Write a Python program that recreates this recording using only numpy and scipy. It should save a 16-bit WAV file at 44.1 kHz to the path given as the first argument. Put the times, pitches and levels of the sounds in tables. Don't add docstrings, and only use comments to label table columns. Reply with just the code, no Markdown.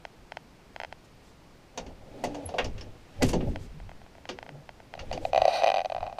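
import sys
import numpy as np
from scipy import signal
from scipy.fft import rfft, irfft, next_fast_len
from scipy.io import wavfile
from scipy.ndimage import uniform_filter1d, map_coordinates

SR = 44100
rng = np.random.default_rng(int(sys.argv[2]) if len(sys.argv) > 2 else 0)


def transcribe(u):
    v = np.clip(np.atleast_2d(u).T, -1, 1)
    q = np.round(v * 32767).astype(np.int16)
    wavfile.write(sys.argv[1], SR, q)


N = 272964
TOP_HZ = 15450

# f/Hz, level/dB
HISS_COLOUR = [(20, -2.5), (60, -4.5), (130, -6), (250, -9.5), (450, -13), (800, -16), (1800, -27.5),
               (3200, -36), (4700, -30), (7000, -37.5), (12000, -44), (14500, -46), (15500, -61)]
# t/s, level/dB, t60/s
FLOOR_THUDS = [(1.83, -43.5, 1.8), (2.28, -40, 0.38), (2.64, -29.5, 1.0), (3.242, -24, 1.58),
               (3.48, -24.5, 0.33), (3.809, -39.5, 0.63), (5.01, -38.5, 0.7), (5.1, -37, 0.94),
               (5.23, -38.5, 0.96), (5.41, -36.5, 0.27), (6.01, -39, 0.4)]
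# f/Hz, level/dB
THUD_COLOUR = [(15, 1.5), (28, 0), (50, -4.5), (72, -8), (95, -2), (120, -12.5), (200, -17), (500, -68)]
# t/s, length/s, f/Hz, level/dB
HUMS_AND_BUMPS = [(2.25, 0.2, 290.4, -39.5), (2.43, 0.095, 90, -42), (2.585, 0.048, 500, -41),
                  (2.61, 0.35, 95.6, -46.5), (3.73, 0.068, 157, -46), (4.285, 0.082, 375, -47),
                  (4.48, 0.16, 146.7, -47.5), (5.119, 0.12, 324, -46.5)]
# t/s, hold/s, level/dB
BODY_MOVES = [(2.2, 0.34, -54.5), (3.17, 0.27, -55), (5.116, 0.04, -53.5)]
# f/Hz, level/dB
CLOTH_COLOUR = [(300, -28), (900, 2), (2500, 4), (6000, -7.5), (9000, -13.5), (14000, -26)]
# t/s, length/s, level/dB
SLEEVE_SWISHES = [(1.038, .03, -68), (1.206, 0.14, -70), (3.453, 0.099, -68), (3.584, 0.1, -63.5),
                  (5.199, 0.12, -61.5)]
# f/Hz, level/dB
SLEEVE_COLOUR = [(1500, -5), (4000, 5), (7500, 3), (10000, -6), (13500, -9), (15500, -20)]
# t/s, level/dB
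MOUNT_TICKS = [(0.0521, -21.5), (0.3208, -22.5), (0.3708, -20.5), (0.7626, -22.5), (0.8012, -19.5),
               (0.8155, -24.5), (0.8351, -21), (0.8481, -22.5), (0.9262, -24), (3.5597, -22), (3.8015, -36),
               (3.8934, -32.5), (3.916, -34.5), (4.2547, -28.5), (4.388, -24), (4.4284, -26), (4.4646, -33),
               (4.4919, -27), (4.692, -26.5), (4.8025, -35), (4.9391, -23.5)]
# f/Hz, half width/Hz, level/dB
MOUNT_MODES = [(674, 173, 2), (879, 120, -2), (1506, 164, -6), (2000, 365, -4), (2620, 220, -10),
               (3170, 170, -7.5), (4190, 440, -16.5), (5090, 180, -14), (6180, 260, -22),
               (8160, 2500, -33.5)]
# f/Hz, half width/Hz, level/dB
BODY_MODES = [(283, 270, -40), (558.3, 50, 1), (660.6, 74, 4), (751.6, 60, 3), (804, 25, -12),
              (983, 450, -18)]
# f/Hz, half width/Hz, level/dB
EDGE_MODES = [(1540, 130, -7.5), (1980, 120, -1.5), (2470, 140, 2.5), (2940, 410, -5), (3920, 320, -8),
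              (4540, 390, -10), (5300, 330, -23.5), (6080, 170, -13), (7540, 640, -31.5),
              (8920, 180, -27.5), (11000, 2900, -41)]
# t/s, hold/s, body level/dB, edge level/dB
CLOTH_SLIDES = [(5.374, 0.074, -32, -48), (5.489, .01, -29, -39.5), (5.538, 0.032, -28.5, -37.5),
                (5.643, 0.029, -37.5, -68), (6.018, 0.033, -40, -59)]
# f/Hz, level/dB
SLIDE_BOOST = [(3000, 1.5), (4200, -0.5), (9000, 8)]
# f/Hz, half width/Hz, level/dB
RASP_MODES = [(3890, 260, -2.5), (4540, 380, -6), (5840, 620, -18), (8820, 250, -22), (12000, 2700, -38)]
# t/s, level/dB
CLOTH_SLIPS = [(4.9527, -34), (4.9773, -35), (5.1143, -22), (5.177, -24), (5.252, -16), (5.3327, -13.5),
               (5.3478, -13), (5.361, -11.5), (5.3778, -9.5), (5.387, -23), (5.419, -8.5), (5.4434, -20.5),
               (5.4538, -8), (5.4801, -9.5), (5.6217, -18), (5.6356, -12), (5.643, -10.5), (5.6626, -14),
               (5.6723, -13.5), (5.6796, -12.5), (5.6897, -15), (5.7017, -14), (5.7184, -16),
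               (5.7421, -15.5), (5.7487, -23), (5.761, -18.5), (5.77, -16.5), (5.7827, -17.5),
               (5.7927, -19), (5.8047, -21), (5.816, -22.5), (5.8481, -21), (5.8578, -19.5),
               (5.8999, -23.5), (5.9212, -21), (5.9245, -25.5), (5.9485, -22), (5.9651, -22),
               (5.9812, -27.5), (6.007, -26.5), (6.0294, -26), (6.0669, -24.5), (6.1273, -29),
               (6.1858, -23)]
# t/s, tilt/(dB per octave), edge level/dB
CLOTH_GRIP = [(5.2, -1, -5.5), (5.36, 7, -7.5), (5.46, -12.5, -9), (5.55, 9, -9.5), (5.69, 12.5, -3),
              (5.92, 10, -6.5), (6.0, 38, -9)]
# t/s, hold/s, shudder level/dB, track level/dB
DOOR_RUNS = [(1.854, 0.053, -54, -52), (2.161, 0.18, -46.5, -43), (2.406, 0.14, -52, -49.5),
             (2.644, 0.26, -54, -55.5), (3.225, .07, -62, -50), (3.356, 0.16, -38, -48),
             (4.504, 0.03, -53.5, -52), (5.005, 0.078, -55, -53), (5.155, 0.019, -44.5, -40.5)]
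# f/Hz, half width/Hz, level/dB
SHUDDER_MODES = [(137, 41, -3.5), (240.7, 27, -1.5), (294, 17, -3), (401, 92, -6)]
# f/Hz, half width/Hz, level/dB
TRACK_MODES = [(534, 83, -4.5), (642, 24, -10.5), (792, 105, -11)]
# t/s, f/Hz, level/dB, t60/s
GUIDE_RINGS = [(1.776, 6380, -35, 0.068), (1.776, 3700, -40, 0.1), (2.24, 2000, -33, 0.056),
               (2.585, 1860, -27.5, 0.13), (2.645, 5300, -38.5, 0.087), (2.811, 5360, -39, 0.056),
               (3.223, 1980, -25.5, 0.062)]
# f/Hz, half width/Hz, level/dB
SQUEEZE_MODES = [(570, 100, 0), (792, 56, 0), (2000, 370, -22)]
# t/s, hold/s, level/dB
FITTING_SIZZLES = [(3.224, 0.004, -36.5), (3.244, 0.064, -46)]
# f/Hz, level/dB
SIZZLE_COLOUR = [(600, -30), (1800, -4), (6500, 3), (10000, -4.5), (13000, -10), (15500, -23)]
# f/Hz, level/dB, t60/s
DOOR_MODES = [(163, -17, 0.8), (251, 2.5, 0.13), (393, 0.5, 0.062), (500, -2.5, 0.34), (628, -8, 0.11),
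              (720, 3.5, 0.078), (873, -5.5, 0.14), (1125, -33, 0.14), (1430, -8, 0.1), (1607, -7, 0.09),
              (1830, -8.5, 0.093), (2100, -27, 0.12), (2845, -2.5, 0.092), (4550, -18, 0.098),
              (6260, -25, 0.043)]
# f/Hz, level/dB
SLAT_COLOUR = [(170, -1.5), (260, -3.5), (600, 12), (900, 0.5), (1400, -8.5), (2800, -1.5), (4000, -21.5),
               (6400, -23.5), (8000, -36), (12000, -42.5), (15500, -45)]
# f/Hz, t60/s
SLAT_FADE = [(150, 0.37), (600, 0.15), (2000, 0.13), (6000, 0.13), (14000, 0.056)]
# f/Hz, level/dB
SNAP_BOOST = [(2800, 2), (4000, 14), (6400, 20.5), (8000, 24), (14000, 31)]
# t/s, slat level/dB, panel over slats/dB, snap level/dB, snap cut-off/Hz
DOOR_KNOCKS = [(1.775, -37.5, -7.5, -40.5, 7300), (1.8632, -55.5, 7, -56, 6000),
               (2.2384, -28.5, -10.5, -38, 11000), (2.3453, -40.5, -13, -49, 7500),
               (2.489, -41, -18, -51.5, 6000), (2.5399, -32.5, -15, -53, 5030),
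               (2.5837, -29, -13, -28.5, 3520), (2.6427, -40.5, 0, -43.5, 6940), (2.779, -65, 3, -51, 5200),
               (2.809, -56.5, 3, -50.5, 6000), (3.2212, -30, 8.5, -32, 5460),
               (3.2883, -44, -1, -41.5, 15000), (3.3314, -31, 4, -38.5, 8000),
               (3.4062, -43, 8, -49.5, 3750), (4.2897, -41.5, -2.5, -39, 5260),
               (4.9911, -52, -11.5, -44, 5200), (5.1267, -38.5, -4, -40.5, 6200)]


def amp(db):
    return 10 ** (np.asarray(db) / 20)


def unit(x):
    return x / np.sqrt(np.mean(x ** 2) + 1e-20)


def peaked(wave, db):
    return amp(db) * wave / np.abs(signal.hilbert(wave)).max()


def along(points, hz):
    f, values = np.transpose(points)
    return np.interp(np.log(hz + 1), np.log(f + 1), values)


def wobble(rate):
    return map_coordinates(rng.standard_normal(int(N * rate / SR) + 4), [np.arange(N) * rate / SR])


def filtered(x, response):
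    size = next_fast_len(len(x) + 8192)
    return irfft(rfft(x, size) * response(np.fft.rfftfreq(size, 1 / SR)), size)[:len(x)]


def humps(modes, hz):
    return sum(amp(db) / (1 + ((hz - centre) / width) ** 2) ** 1.517 for centre, width, db in modes)


def tilted(modes, tilt):
    return [(hz, width, db + tilt * np.log2(np.clip(hz, 550, 800) / 700)) for hz, width, db in modes]


def noise(response):
    return unit(filtered(rng.standard_normal(N), response))


def ping(response, size=2048):
    cepstrum = irfft(np.log(response(np.fft.rfftfreq(size, 1 / SR)) + 1e-6))
    fold = np.r_[1, np.full(size // 2 - 1, 2), 1, np.zeros(size // 2 - 1)]
    return irfft(np.exp(rfft(cepstrum * fold)))


def envelope(s, hold, rise, t60):
    t = np.arange(N) / SR - s
    return amp(-60 * (np.maximum(-t, 0) / rise + np.maximum(t - hold, 0) / t60))


def swell(length):
    t = np.arange(int(length * SR)) / SR
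    return t, np.sqrt(2) * np.sin(np.pi * t / length)


def together(gains):
    return np.sqrt(sum(gain ** 2 for gain in gains))


def scattered(start, end, db, count):
    step = (end - start) / count
    when = start + step * (np.arange(count) + rng.uniform(.2, .8, count))
    return [(s, db + rng.normal(0, 2)) for s in when]


def add(track, s, sound):
    start = min(max(round(s * SR), 0), N)
    track[start:start + len(sound)] += sound[:N - start]


def background(hiss_db=-54.5, whine_hz=14250, whine_db=-89):
    hiss = amp(hiss_db) * noise(lambda hz: amp(along(HISS_COLOUR, hz)))
    return hiss + amp(whine_db) * noise(lambda hz: humps([(whine_hz, 110, 0)], hz))


def floor_thuds(rise=0.21):
    gain = together(amp(db - 2) * envelope(s, 0, rise, t60) for s, db, t60 in FLOOR_THUDS)
    return gain * noise(lambda hz: amp(along(THUD_COLOUR, hz)))


def hums_and_bumps(wander=0.78, rough_db=2):
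    out = np.zeros(N)
    for s, length, hz, db in HUMS_AND_BUMPS:
        t, shape = swell(length)
        phase = 2 * np.pi * hz * t + wander * wobble(45)[:len(t)]
        add(out, s, amp(db + rough_db * wobble(57)[:len(t)]) * shape * np.sin(phase))
    return out


def shirt_rustle(rise=0.86, t60=2.7):
    moves = [amp(db) * envelope(s, hold, rise, t60) for s, hold, db in BODY_MOVES]
    gain = amp(-5) * together([amp(-60)] + moves)
    return gain * noise(lambda hz: amp(along(CLOTH_COLOUR, hz)))


def sleeve_swishes():
    gain = np.zeros(N)
    for s, length, db in SLEEVE_SWISHES:
        add(gain, s, amp(db) * swell(length)[1])
    return gain * noise(lambda hz: amp(along(SLEEVE_COLOUR, hz)))


def mount_ticks(dull_hz=1300, bright_hz=7000):
    out = np.zeros(N)
    settling = scattered(3.98, 4.23, db=-40, count=4)
    for s, db in MOUNT_TICKS + settling:
        modes = [(hz, width, level + rng.normal(0, 0.51)) for hz, width, level in MOUNT_MODES]
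        cutoff = np.interp(db, [-34, -21], [dull_hz, bright_hz])
        tick = ping(lambda hz: humps(modes, hz) / np.hypot(1, hz / cutoff))
        add(out, s, peaked(tick, db))
    return out


def case_slide(rise=0.12, t60=0.53):
    body_gain = together(amp(db) * envelope(s, hold, rise, t60) for s, hold, db, _ in CLOTH_SLIDES)
    edge_gain = together(amp(db) * envelope(s, hold, rise, t60) for s, hold, _, db in CLOTH_SLIDES)
    body = noise(lambda hz: humps(tilted(BODY_MODES, 22), hz))
    power = np.abs(uniform_filter1d(body ** 2, size=300)) + 1e-4
    body = unit(body / power ** 0.2)
    edge = noise(lambda hz: humps(EDGE_MODES, hz) * amp(along(SLIDE_BOOST, hz)))
    rasp = noise(lambda hz: humps(RASP_MODES, hz))
    rasp_gain = amp(-34) * (edge_gain / amp(-35)) ** 2
    weave = amp(wobble(260))
    return body_gain * body + weave * (amp(-1) * edge_gain * edge + rasp_gain * rasp)


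def case_slips(pop_lead_s=0.00059, scratch_s=0.0015):
    out, half = np.zeros(N), SR // 250
    t = np.arange(-half, half) / SR
    when, tilts, edge_levels = np.transpose(CLOTH_GRIP)
    letting_go = scattered(5.98, 6.11, db=-31, count=7)
    for s, pop_db in CLOTH_SLIPS + letting_go:
        gripped = tilted(BODY_MODES, np.interp(s, when, tilts))
        body = [(hz, width, db + rng.normal(0, 2)) for hz, width, db in gripped]
        add(out, s - pop_lead_s, peaked(ping(lambda hz: humps(body, hz)), pop_db))
        scratch = 0.073 * np.exp(-np.abs(t) / scratch_s) * rng.standard_normal(len(t))
        force = (t == 0) + scratch
        edge = [(hz, width, db + rng.normal(0, 0.95)) for hz, width, db in EDGE_MODES]
        snap = np.convolve(force, ping(lambda hz: humps(edge, hz)))
        add(out, s + t[0], peaked(snap, pop_db + np.interp(s, when, edge_levels) - 1))
    return out


def pivot_squeak(start=2.453, length=0.012, high_hz=11350, rest_hz=10980, t60=0.086):
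    out, t = np.zeros(N), np.arange(SR // 5) / SR
    pitch = np.interp(t, [length / 4, length / 2], [high_hz, rest_hz])
    level = np.interp(t, [0, length / 4, length * 0.92, length * 1.05], [-68, -48, -31.5, -44])
    level -= 60 * np.maximum(t - length, 0) / t60
    waver = 1 + .35 * wobble(154)[:len(t)]
    add(out, start, amp(level) * waver * np.sin(2 * np.pi * np.cumsum(pitch) / SR))
    return out


def door_run(grind_db=6, rise=0.48, t60=0.51):
    shudder_gain = together(amp(db) * envelope(s, hold, rise, t60) for s, hold, db, _ in DOOR_RUNS)
    track_gain = together(amp(db) * envelope(s, hold, rise, t60) for s, hold, _, db in DOOR_RUNS)
    shudder = noise(lambda hz: humps(SHUDDER_MODES, hz))
    grind = amp(grind_db * wobble(35) - 1) * noise(lambda hz: humps(TRACK_MODES, hz))
    return shudder_gain * shudder + track_gain * grind


def guide_ring(chatter=0.00027):
    out, t = np.zeros(N), np.arange(SR // 4) / SR
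    for s, hz, db, t60 in GUIDE_RINGS:
        phase = hz * (2 * np.pi * t + chatter * wobble(700)[:len(t)])
        add(out, s, amp(db - 60 * t / t60) * np.sin(phase))
    return out


def door_stop(stop_s=3.219, squeeze_db=-20, rough_db=4):
    squeeze = amp(squeeze_db) * envelope(stop_s, hold=0, rise=0.026, t60=0.065)
    sizzle = together(amp(db) * envelope(s, hold, rise=0.02, t60=0.098)
                      for s, hold, db in FITTING_SIZZLES)
    wood = noise(lambda hz: humps(SQUEEZE_MODES, hz))
    fittings = noise(lambda hz: amp(along(SIZZLE_COLOUR, hz)))
    return squeeze * wood + sizzle * amp(rough_db * wobble(180)) * fittings


def door_blow(t, ring_db=-3, contact_db=-11, contact_t60=0.009, detune=0.011):
    ring = np.zeros(len(t))
    for hz, db, t60 in DOOR_MODES:
        strength, shift, phase = rng.standard_normal(3)
        tone = np.sin(2 * np.pi * (hz * (1 + detune * shift) * t + phase))
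        ring += amp(db + 2 * strength - 60 * t / t60) * tone
    hz, when, bands = signal.stft(rng.standard_normal(len(t)), SR, nperseg=256)
    fade = amp(along(SLAT_COLOUR, hz)[:, None] - 60 * when / along(SLAT_FADE, hz)[:, None])
    clatter = signal.istft(bands * fade, SR, nperseg=256)[1][:len(t)]
    contact = amp(contact_db - 60 * t / contact_t60)
    return amp(ring_db) * unit(ring) + unit(clatter) * (1 + contact)


def door_knocks(panel_rise_s=0.0088, attack_s=0.00075, fizz_db=-24):
    out, t = np.zeros(N), np.arange(SR // 2) / SR
    early = t < .03
    band = lambda hz, low, high: 1 / (1 + (low / (hz + 1)) ** 12) / (1 + (hz / high) ** 12)
    for s, slat_db, heft_db, snap_db, cutoff_hz in DOOR_KNOCKS:
        blow = door_blow(t)
        panel = filtered(blow, lambda hz: band(hz, 130, 427))
        panel *= 1 - np.exp(-t / panel_rise_s)
        slats = filtered(blow, lambda hz: band(hz, 435, 1065))
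        reach = lambda hz: amp(fizz_db) + 1 / np.hypot(1, (hz / cutoff_hz) ** 4)
        snap = filtered(blow, lambda hz: band(hz, 1010, TOP_HZ) * amp(along(SNAP_BOOST, hz)) * reach(hz))
        parts = [(panel, slat_db + heft_db), (slats, slat_db), (snap, snap_db)]
        knock = sum(amp(db) * part / part[early].std() for part, db in parts)
        add(out, s, (1 - np.exp(-t / attack_s)) * knock)
    return out


def scene():
    door = door_knocks() + guide_ring() + door_stop() + door_run()
    hums = hums_and_bumps()
    squeak = pivot_squeak()
    wearer = mount_ticks() + case_slips() + case_slide() + shirt_rustle() + sleeve_swishes()
    return (door + hums + squeak + floor_thuds() + wearer + background())[None]


def record(dry):
    return np.array([filtered(channel, lambda hz: hz < TOP_HZ) for channel in dry])


dry = scene()
out = record(dry)
transcribe(out)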